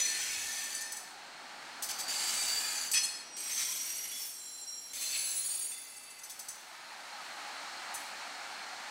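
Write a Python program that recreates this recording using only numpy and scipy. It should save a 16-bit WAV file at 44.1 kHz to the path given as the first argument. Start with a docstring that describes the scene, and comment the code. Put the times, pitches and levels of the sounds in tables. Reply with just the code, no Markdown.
"""Railcars creep round a tight curve in a goods yard, heard in mono from beside the track.
From the start wheels roar and bodies rumble, loudest near 2 s and after 7 s, over faint yard noise.
At once flanges (wheel rims) scrape the rail, wheels squeal at their own pitches, and sheds echo the steel.
Short slips soon join in; at about 3 s a wheel jolts and rings. More scrapes and squeals follow.
From about 6 s a light scrape fades among faint slips, one last slip clinks, and the rolling goes on."""
import sys
import numpy as np
from scipy import signal
from scipy.fft import rfft, irfft, next_fast_len
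from scipy.io import wavfile
from scipy.ndimage import map_coordinates

SR = 44100
rng = np.random.default_rng(int(sys.argv[2]) if len(sys.argv) > 2 else 0)


def master_out(mix):
    """Clip the mix to full scale and print it as 16-bit PCM to the path in sys.argv[1]."""
    frames = np.transpose(np.atleast_2d(mix))
    ceiling = np.clip(frames, -1, 1)
    pcm = np.round(ceiling * 32767).astype(np.int16)
    wavfile.write(sys.argv[1], SR, pcm)


N = 392490  # samples in the scene

# rolling wheels and car bodies as two bogies pass, before a fixed trim:
# (time [s], body rumble level [dB], wheel roar level [dB])
ROLL = [(0, -61, -58.5), (.9, -63.5, -54.5), (2.2, -58, -47), (3.3, -62, -56.5), (4.5, -69.5, -66.5),
        (5.9, -70, -64), (6.8, -68.5, -52), (7.45, -61.5, -46), (8.9, -62, -46.5)]
# colour of the body rumble: (frequency [Hz], level per Hz [dB])
RUMBLE = [(25, -12), (90, -20), (140, -9), (200, -1.5), (290, 3), (450, -2.5), (700, 0), (2000, -46)]
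# colour of the wheel roar: (frequency [Hz], level per Hz [dB])
ROAR = [(240, -40), (400, -28.5), (474, -27.5), (553, -11.5), (597, -12), (824, -4), (1040, -8.5),
        (1500, -6.5), (1620, -5.5), (3550, -14), (4270, -11), (4690, -14), (8940, -20.5), (9960, -28.5),
        (15800, -43)]
# resonances of the rail: (frequency [Hz], width [Hz], relative level [dB])
RAIL = [(744, 65, -5.5), (834, 50, -0.5), (922, 41, -4.5), (1320, 200, -4.5), (1450, 100, -14.5),
        (2200, 330, -11.5), (4280, 250, -6.5)]
# colour of the distant yard noise: (frequency [Hz], level per Hz [dB])
AIR = [(100, -5.5), (700, 3.5), (2000, 5), (5000, 2.5), (9000, -34), (15500, -39)]

# resonances of the scraping wheels: (frequency [Hz], width [Hz], relative level [dB])
WHEEL_1 = [(1780, 33, -5), (2230, 37, -10), (2550, 64, -11), (3330, 110, -11), (3710, 58, -12),
           (4240, 66, -5), (4580, 61, -9), (5230, 140, -10), (6020, 73, 0), (6510, 32, -12),
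           (6970, 150, -9), (7880, 60, -8), (8720, 110, -10), (9680, 120, -11)]
WHEEL_2 = [(2880, 49, -14), (4160, 25, -12), (4640, 42, 0), (6220, 79, -9), (6940, 68, -8), (7430, 70, -13),
           (7970, 48, -8), (8390, 29, -14), (9310, 65, -12), (10700, 35, -15), (11500, 87, -21),
           (14200, 65, -23)]
WHEEL_3 = [(3260, 41, -11), (4470, 95, -10), (5470, 67, -7), (5730, 38, 0), (6220, 39, -1), (7390, 42, -10),
           (8170, 45, -1), (9230, 66, -6), (9900, 30, -9), (11400, 30, -7), (12700, 33, -6),
           (15000, 33, -13)]
WHEEL_4 = [(4140, 28, -7), (4470, 50, -7), (5610, 34, -12), (6210, 41, 0), (7390, 110, -10), (7830, 76, -8),
           (9280, 52, -10), (10200, 40, -10), (10700, 27, -4), (11000, 38, -13), (12400, 35, -15),
           (12600, 120, -15), (14200, 69, -19), (14600, 30, -19), (15600, 85, -18)]
WHEEL_5 = [(2036, 27, -2), (2305, 25, -7), (2650, 40, -5), (3500, 20, -4), (4450, 19, -5), (4700, 17, -5),
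           (5450, 30, -4.5), (6140, 70, -14), (6670, 38, -4.5), (7800, 50, -16), (8500, 30, -10),
           (14556, 30, -16)]
# colour of the grinding, before each scrape's tilt and knee: (frequency [Hz], level per Hz [dB])
GRIT = [(25, -9), (100, -8.5), (200, -9.5), (400, -6.5), (1000, -2), (2200, 3), (3300, -1), (4500, 0.5),
        (8000, 3), (9500, -2.5), (10500, -10.5), (15500, -12)]
# colour of the high fizz of a scrape: (frequency [Hz], level per Hz [dB])
FIZZ = [(7000, -12.5), (10000, 4), (11500, -1.5), (13000, -2.5), (15500, -11)]
# flange scrapes, hard or light; levels are those at the turning point:
# (start [s], turning point [s], end [s], grinding level [dB], rise up to the turning point [dB],
#  easing after it [dB/s], wheel ring relative to grinding [dB], fizz level [dB],
#  tilt [dB/octave], knee [Hz], wheel resonances [table])
SCRAPES = [ (0, 0.033, 0.78, -40.5, -4.5, 8.5, 2, -51.5, -0.8, 1600, WHEEL_1),
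           (2.08, 2.5, 2.87, -38, 1, 16, -1.5, -51, 0.5, 1210, WHEEL_2),
           (3.367, 3.603, 4.24, -40.5, 5.5, 16, 0, -53, 0, 1820, WHEEL_3),
           (4.111, 4.197, 4.3, -47.5, 4, 22, -7, -50, 3, 1800, WHEEL_3),
           (4.303, 4.5, 4.93, -57.5, 3, 5, 2, -61, 6, 1820, WHEEL_3),
           (4.933, 5.156, 5.72, -40.5, 5.5, 22, 0, -45.5, -0.3, 2000, WHEEL_4),
           (5.718, 5.75, 7.5, -57.5, 0, 12.5, 3, -63.5, 5, 1850, WHEEL_5)]
# wheel modes that squeal: (start [s], let-go [s], pitch [Hz], level at the crest [dB])
SQUEALS = [ (0, .08, 6015, -33), (0, .18, 4245, -42.5), (0, .17, 1785, -48), (.4, .78, 1785, -52),
           (.8, .87, 1785, -44), (.7, .84, 4580, -50), (.6, 1.0, 9690, -55), (1.93, 2.3, 4636, -43.5),
           (2.3, 2.72, 4638, -41), (2.25, 2.8, 7972, -48), (2.68, 2.92, 6223, -46), (2.64, 2.78, 6935, -47),
           (2.58, 2.95, 10718, -52), (3.0, 3.075, 4253, -39.5), (3.4, 3.54, 2250, -55),
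           (3.22, 4.15, 5724, -45.5), (3.28, 4.0, 8158, -46), (3.5, 3.6, 6218, -40),
           (3.56, 3.76, 9211, -48), (3.56, 4.05, 12699, -50), (3.8, 4.35, 11450, -52),
           (3.85, 4.3, 9895, -53), (4.11, 4.21, 3397, -49), (4.13, 4.26, 5448, -50),
           (4.16, 4.31, 14971, -49), (4.25, 4.95, 10508, -57), (4.12, 4.7, 8113, -56),
           (4.33, 4.92, 7348, -50.5), (4.33, 4.93, 4081, -54.5), (4.25, 4.92, 5609, -53),
           (4.64, 4.77, 5609, -45.5), (4.95, 5.16, 4141, -49), (5.0, 5.2, 6211, -45),
           (5.2, 5.38, 7836, -49), (4.93, 5.2, 3537, -54), (5.37, 5.46, 4145, -49),
           (5.12, 5.68, 10655, -38.5), (5.3, 5.7, 6882, -48), (5.33, 5.72, 8726, -42),
           (5.2, 6.0, 9681, -52), (5.2, 5.66, 15601, -50), (5.42, 5.68, 4608, -51), (5.35, 5.9, 14556, -58),
           (5.6, 6.25, 10655, -59), (5.7, 6.2, 4608, -58.5)]

# how long echoes last: (frequency [Hz], time to fall 60 dB [s])
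SHEDS = [(200, 0.43), (2000, 1.0), (5000, 0.8), (9000, 0.62), (15000, 0.68)]

# rows of faint slips as a flange eases off: (start [s], end [s], average level [dB])
STUTTERS = [(0.449, .72, -42), (5.973, 6.36, -51.5)]
# single flange slips, level before the trim of each part:
# (time [s], length [s], level [dB], centre [Hz], spread [octaves])
SLIPS = [ (0.748, 0.0054, -35.5, 8000, 0.27), (0.808, 0.018, -39, 7500, 0.42),
         (.919, 0.0084, -38, 8950, 0.68), (.966, 0.0058, -39.5, 7650, .42),
         (1.822, 0.024, -34.5, 8500, 1.1), (1.887, 0.03, -36, 4270, .85), (1.986, .027, -37, 6460, 0.63),
         (2.914, 0.0078, -29, 8200, 0.56), (2.932, 0.02, -30.5, 8600, 0.28),
         (2.938, 0.05, -33.5, 2860, 0.52), (3.029, 0.03, -35, 8150, 0.25),
         (3.578, 0.056, -39.5, 3300, 0.66), (4.94, .01, -53, 6500, .9), (5.006, .03, -41.5, 8200, .27),
         (5.133, 0.035, -43.5, 2500, .3), (6.234, 0.011, -44, 7450, 0.79), (6.296, 0.015, -42.5, 7960, 0.8),
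         (6.391, 0.011, -40.5, 7640, 0.68), (6.484, 0.0085, -37.5, 7540, 0.49),
         (7.94, .019, -39, 9000, .31)]
# wheel resonances rung by a slip: (frequency [Hz], width [Hz], relative level [dB])
SLIP_RING = [(4560, 150, 2), (5200, 71, 3.5), (6114, 120, 10), (6850, 76, 2), (7930, 81, 8),
             (8700, 250, 0.5), (9600, 59, 6.5), (11760, 110, -1), (13200, 160, -6)]

# modes of the jolted wheel: (frequency [Hz], relative level [dB], time to fall 60 dB [s])
JOLT_RING = [(1785, -15, .4), (2514, -3, .15), (3330, -8, .25), (4253, -6, .26), (5173, 1.5, .33),
             (6029, -1.5, .2), (7800, -5, .22), (8480, -6, .22), (9598, -7, .25), (10560, -15, .7)]

FIZZ_FOLLOWS, RING_FOLLOWS = 0.37, 1  # dB of fizz, and of wheel ring, per dB of pressing
GRIP_S = 0.00064  # rise time of a scrape
LET_GO_S, WHEEL_DECAY_S = 0.02, 0.19  # decay constants of friction and of wheel ring
SQUEAL_CREST = 0.41  # where a squeal peaks, as a share of its length
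SQUEAL_SWELL_DB, SQUEAL_STOP_S = 3.5, 0.0054  # swell to the crest; decay constant at let-go
LINE_WIDTH_HZ, RASP_WIDTH_HZ = 23, 110  # slow flutter and faster roughness of a singing mode
STUTTER_GAP_S, STUTTER_LENGTH_S = 0.07, 0.011
STUTTER_HZ, STUTTER_OCTAVES = 8550, 0.32  # centre and spread of each faint slip
JOLT_S, JOLT_DB = 2.931, -35  # time; level before each mode's own level
TOP_HZ = 15780  # nothing is kept from here up


def amp(db):
    """Turn decibels into a gain."""
    return 10 ** (np.asarray(db) / 20)


def unit(x):
    """Scale a sound to an rms (average strength) of 1."""
    return x / np.sqrt(np.mean(np.abs(x) ** 2) + 1e-20)


def along(points, hz):
    """Read (Hz, value) points on a logarithmic frequency axis."""
    f, v = np.transpose(points)
    return np.interp(np.log(hz + 1), np.log(f + 1), v)


def curves(rows):
    """Draw each column after the time as a curve with one value per sample."""
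    times, *columns = np.transpose(rows)
    return [np.interp(np.arange(N) / SR, times, column) for column in columns]


def wobble(rate, size=N):
    """Make a smooth random curve with rate random knots a second."""
    coarse = np.arange(0, size + 16, 16)  # every 16th sample is enough
    knots = rng.standard_normal(int(size * rate / SR) + 4)
    return np.interp(np.arange(size), coarse, map_coordinates(knots, [coarse * rate / SR]))


def noise(response, size=N):
    """Make noise of rms 1, coloured by a gain for each frequency."""
    m = next_fast_len(size)
    spectrum = rfft(rng.standard_normal(m)) * response(np.fft.rfftfreq(m, 1 / SR))
    return unit(irfft(spectrum, m)[:size])


def resonances(modes, hz):
    """Give the gain of a body that rings at (Hz, width Hz, dB) modes."""
    power = 0
    for centre, width, db in modes:
        power = power + (amp(db) * hz * width) ** 2 / ((centre**2 - hz**2) ** 2 + (hz * width) ** 2)
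    return np.sqrt(power)


def minor_modes(hz, depth_db, spacing_hz):
    """Give a ragged gain for the crowd of weak modes of wheel, axle and rail."""
    knots = rng.standard_normal(SR // 20)
    return amp(depth_db * np.interp(hz / spacing_hz, np.arange(SR // 20), knots))


def flaring(x, depth_db, spacing_hz, life):
    """As the contact point wanders, narrow modes flare up and fade, each for about life seconds."""
    hz, t, z = signal.stft(x, SR, nperseg=2048, noverlap=1536)
    where = np.meshgrid(hz / spacing_hz, t / life, indexing="ij")
    field = map_coordinates(rng.standard_normal((1024, 64)), where, mode="wrap")
    flared = signal.istft(z * amp(depth_db * field), SR, nperseg=2048, noverlap=1536)[1]
    return unit(flared[:len(x)])


def singing(pitch_hz, size, steady=0.43, rough=0.44):
    """Sound one wheel mode at rms 1, fluttering in level and phase; friction limits its swing."""
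    def swing(width_hz):
        return wobble(2 * width_hz, size) + 1j * wobble(2 * width_hz, size)

    flutter = swing(LINE_WIDTH_HZ)
    flutter = unit(flutter / (np.abs(flutter) + 1e-6) ** steady)  # evens out the level
    flutter = flutter + rough * unit(swing(RASP_WIDTH_HZ))
    return unit(np.real(flutter * np.exp(2j * np.pi * pitch_hz * np.arange(size) / SR)))


def add(track, s, sound):
    """Mix a sound into the track at time s."""
    room = track[max(0, round(s * SR)):][:len(sound)]
    room += sound[:len(room)]


def rolling(rumble_db=-1.5, roar_db=1, rail_db=-2.5, air_db=-61):
    """Wheels roar on the rail and the car bodies rumble, over the distant noise of the yard."""
    body_db, wheel_db = curves(ROLL)
    rumble = amp(body_db + rumble_db) * noise(lambda hz: amp(along(RUMBLE, hz)))
    roar = amp(roar_db + 0.39 * wobble(14)) * noise(lambda hz: amp(along(ROAR, hz)))
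    rail = noise(lambda hz: resonances(RAIL, hz))
    rail = flaring(rail, depth_db=3.5, spacing_hz=90, life=0.07)
    air = noise(lambda hz: amp(along(AIR, hz)))
    return rumble + amp(wheel_db) * (roar + amp(rail_db) * rail) + amp(air_db) * air


def scrapes():
    """One flange scrape after another sounds on the curve."""
    out = np.zeros(N)
    for row in SCRAPES:
        add(out, row[0], scrape(*row))
    return out


def scrape(start, turn, end, grind_db, rise_db, easing_db_per_s, ring_db, fizz_db, tilt_db, knee_hz,
           wheel, chatter_db=1.16, minor_db=4.6, flare_db=4):
    """A flange presses on the rail and eases off: chattering friction noise, with its wheel ringing."""
    size = int((end - start + 0.34) * SR)
    t = start + np.arange(size) / SR
    press_db = np.interp(t, [start, turn, end], [-rise_db, 0, -easing_db_per_s * (end - turn)])

    def grit_gain(hz):
        shelf_db = -9 / (1 + (hz / knee_hz) ** 10)  # a wheel radiates poorly below its knee
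        slope_db = tilt_db * np.log2(np.clip(hz, 1500, 12000))
        return amp(along(GRIT, hz) + shelf_db + slope_db)

    grit = flaring(noise(grit_gain, size), depth_db=minor_db, spacing_hz=65, life=0.2)
    fizz = noise(lambda hz: amp(along(FIZZ, hz)), size)
    fizz = flaring(fizz, depth_db=minor_db, spacing_hz=65, life=0.2)
    ring = noise(lambda hz: resonances(wheel, hz), size)
    ring = flaring(ring, depth_db=flare_db, spacing_hz=139.65, life=0.121)

    chatter = amp(chatter_db * (wobble(45.15, size) + 1.4 * wobble(260, size)))
    grinding = amp(grind_db + press_db) * grit
    fizzing = amp(fizz_db + FIZZ_FOLLOWS * press_db) * fizz
    friction = chatter * (grinding + fizzing)
    ringing = amp(grind_db + RING_FOLLOWS * press_db + ring_db) * ring
    after = np.maximum(t - end, 0)
    grip = np.clip((t - start) / GRIP_S, 0, 1)
    return grip * (friction * np.exp(-after / LET_GO_S) + ringing * np.exp(-after / WHEEL_DECAY_S))


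def squeals():
    """Friction feeds one wheel mode: it creeps in, swells and dies when the flange lets go."""
    out = np.zeros(N)
    for start, release, pitch_hz, db in SQUEALS:
        length = release - start
        t = np.arange(int(length * SR) + SR // 8) / SR
        crest = length * SQUEAL_CREST
        swell_db = np.interp(t, [0, crest, length], [-SQUEAL_SWELL_DB, 0, -SQUEAL_SWELL_DB])
        creep_in = 1 - np.exp(-4 * t / crest)
        let_go = np.exp(-np.maximum(t - length, 0) / SQUEAL_STOP_S)
        add(out, start, amp(db + swell_db) * creep_in * let_go * singing(pitch_hz, len(t)))
    return out


def sheds(x):
    """The sheds throw sound back after 10 ms as a fading tail; each pitch range has its own fade."""
    hz, t, z = signal.stft(rng.standard_normal(SR * 3 // 2), SR, nperseg=256)
    fade_db = -60 * t / along(SHEDS, hz)[:, None]
    tail = signal.istft(z * amp(fade_db), SR, nperseg=256)[1]
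    echo = np.pad(unit(tail) / np.sqrt(len(tail)), (SR // 100, 0))
    return signal.fftconvolve(x, echo)[:N]


def stutters(scatter_s=0.0087, scatter_db=2):
    """An easing flange slips faintly again and again, at an uneven pace and level."""
    rows = []
    for start, end, db in STUTTERS:
        for s in np.arange(start, end, STUTTER_GAP_S):
            when = s + rng.normal(0, scatter_s)
            level_db = db + rng.normal(0, scatter_db)
            rows.append((when, STUTTER_LENGTH_S, level_db, STUTTER_HZ, STUTTER_OCTAVES))
    return rows


def slips(ring_db=-3, rasp_db=-3, thud_db=-30):
    """The flange jumps sideways: a burst of rasp and wheel ring, with a slight thud."""
    out, size = np.zeros(N), SR // 7
    t = np.arange(size) / SR
    for s, length, db, centre_hz, spread in SLIPS + stutters():
        def band(hz):
            return np.exp(-0.25 * (np.log2((hz + 1) / centre_hz) / spread) ** 2)

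        rasp = noise(lambda hz: band(hz) * minor_modes(hz, depth_db=4, spacing_hz=110), size)
        ring = noise(lambda hz: band(hz) * resonances(SLIP_RING, hz), size)
        thud = noise(lambda hz: 1 / (1 + hz / 250), size)
        rise = 1 - np.exp(-t / 0.0011)
        after = np.maximum(t - length, 0)
        friction = (amp(rasp_db) * rasp + amp(thud_db) * thud) * np.exp(-after / 0.0023)
        ringing = amp(ring_db) * ring * np.exp(-after / 0.023)
        add(out, s, amp(db) * rise * (friction + ringing))
    return out


def jolt(rise_s=0.009, hold_s=0.043):
    """A hard shove sets all the wheel's modes off together; each dies at its own speed."""
    out, t = np.zeros(N), np.arange(SR // 2) / SR
    after = np.maximum(t - hold_s, 0)
    ring = np.zeros(len(t))
    for hz, db, t60 in JOLT_RING:
        ring += amp(db - 60 * after / t60) * singing(hz, len(t), steady=0.46, rough=0.36)
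    add(out, JOLT_S, amp(JOLT_DB) * (1 - np.exp(-t / rise_s)) * ring)
    return out


def scene(sheds_db=-5.0):
    """Mix the rolling with the steel sounds and their echo, the same in both channels."""
    roll = rolling()
    steel = scrapes() + squeals() + slips() + jolt()
    mono = roll + steel + amp(sheds_db) * sheds(steel)
    return np.array([mono, mono])


def record(dry):
    """Remove all frequencies from the top limit up."""
    m = next_fast_len(N + SR // 4)
    kept = np.fft.rfftfreq(m, 1 / SR) < TOP_HZ
    return irfft(rfft(dry, m) * kept, m)[:, :N]


dry = scene()
out = record(dry)
master_out(out)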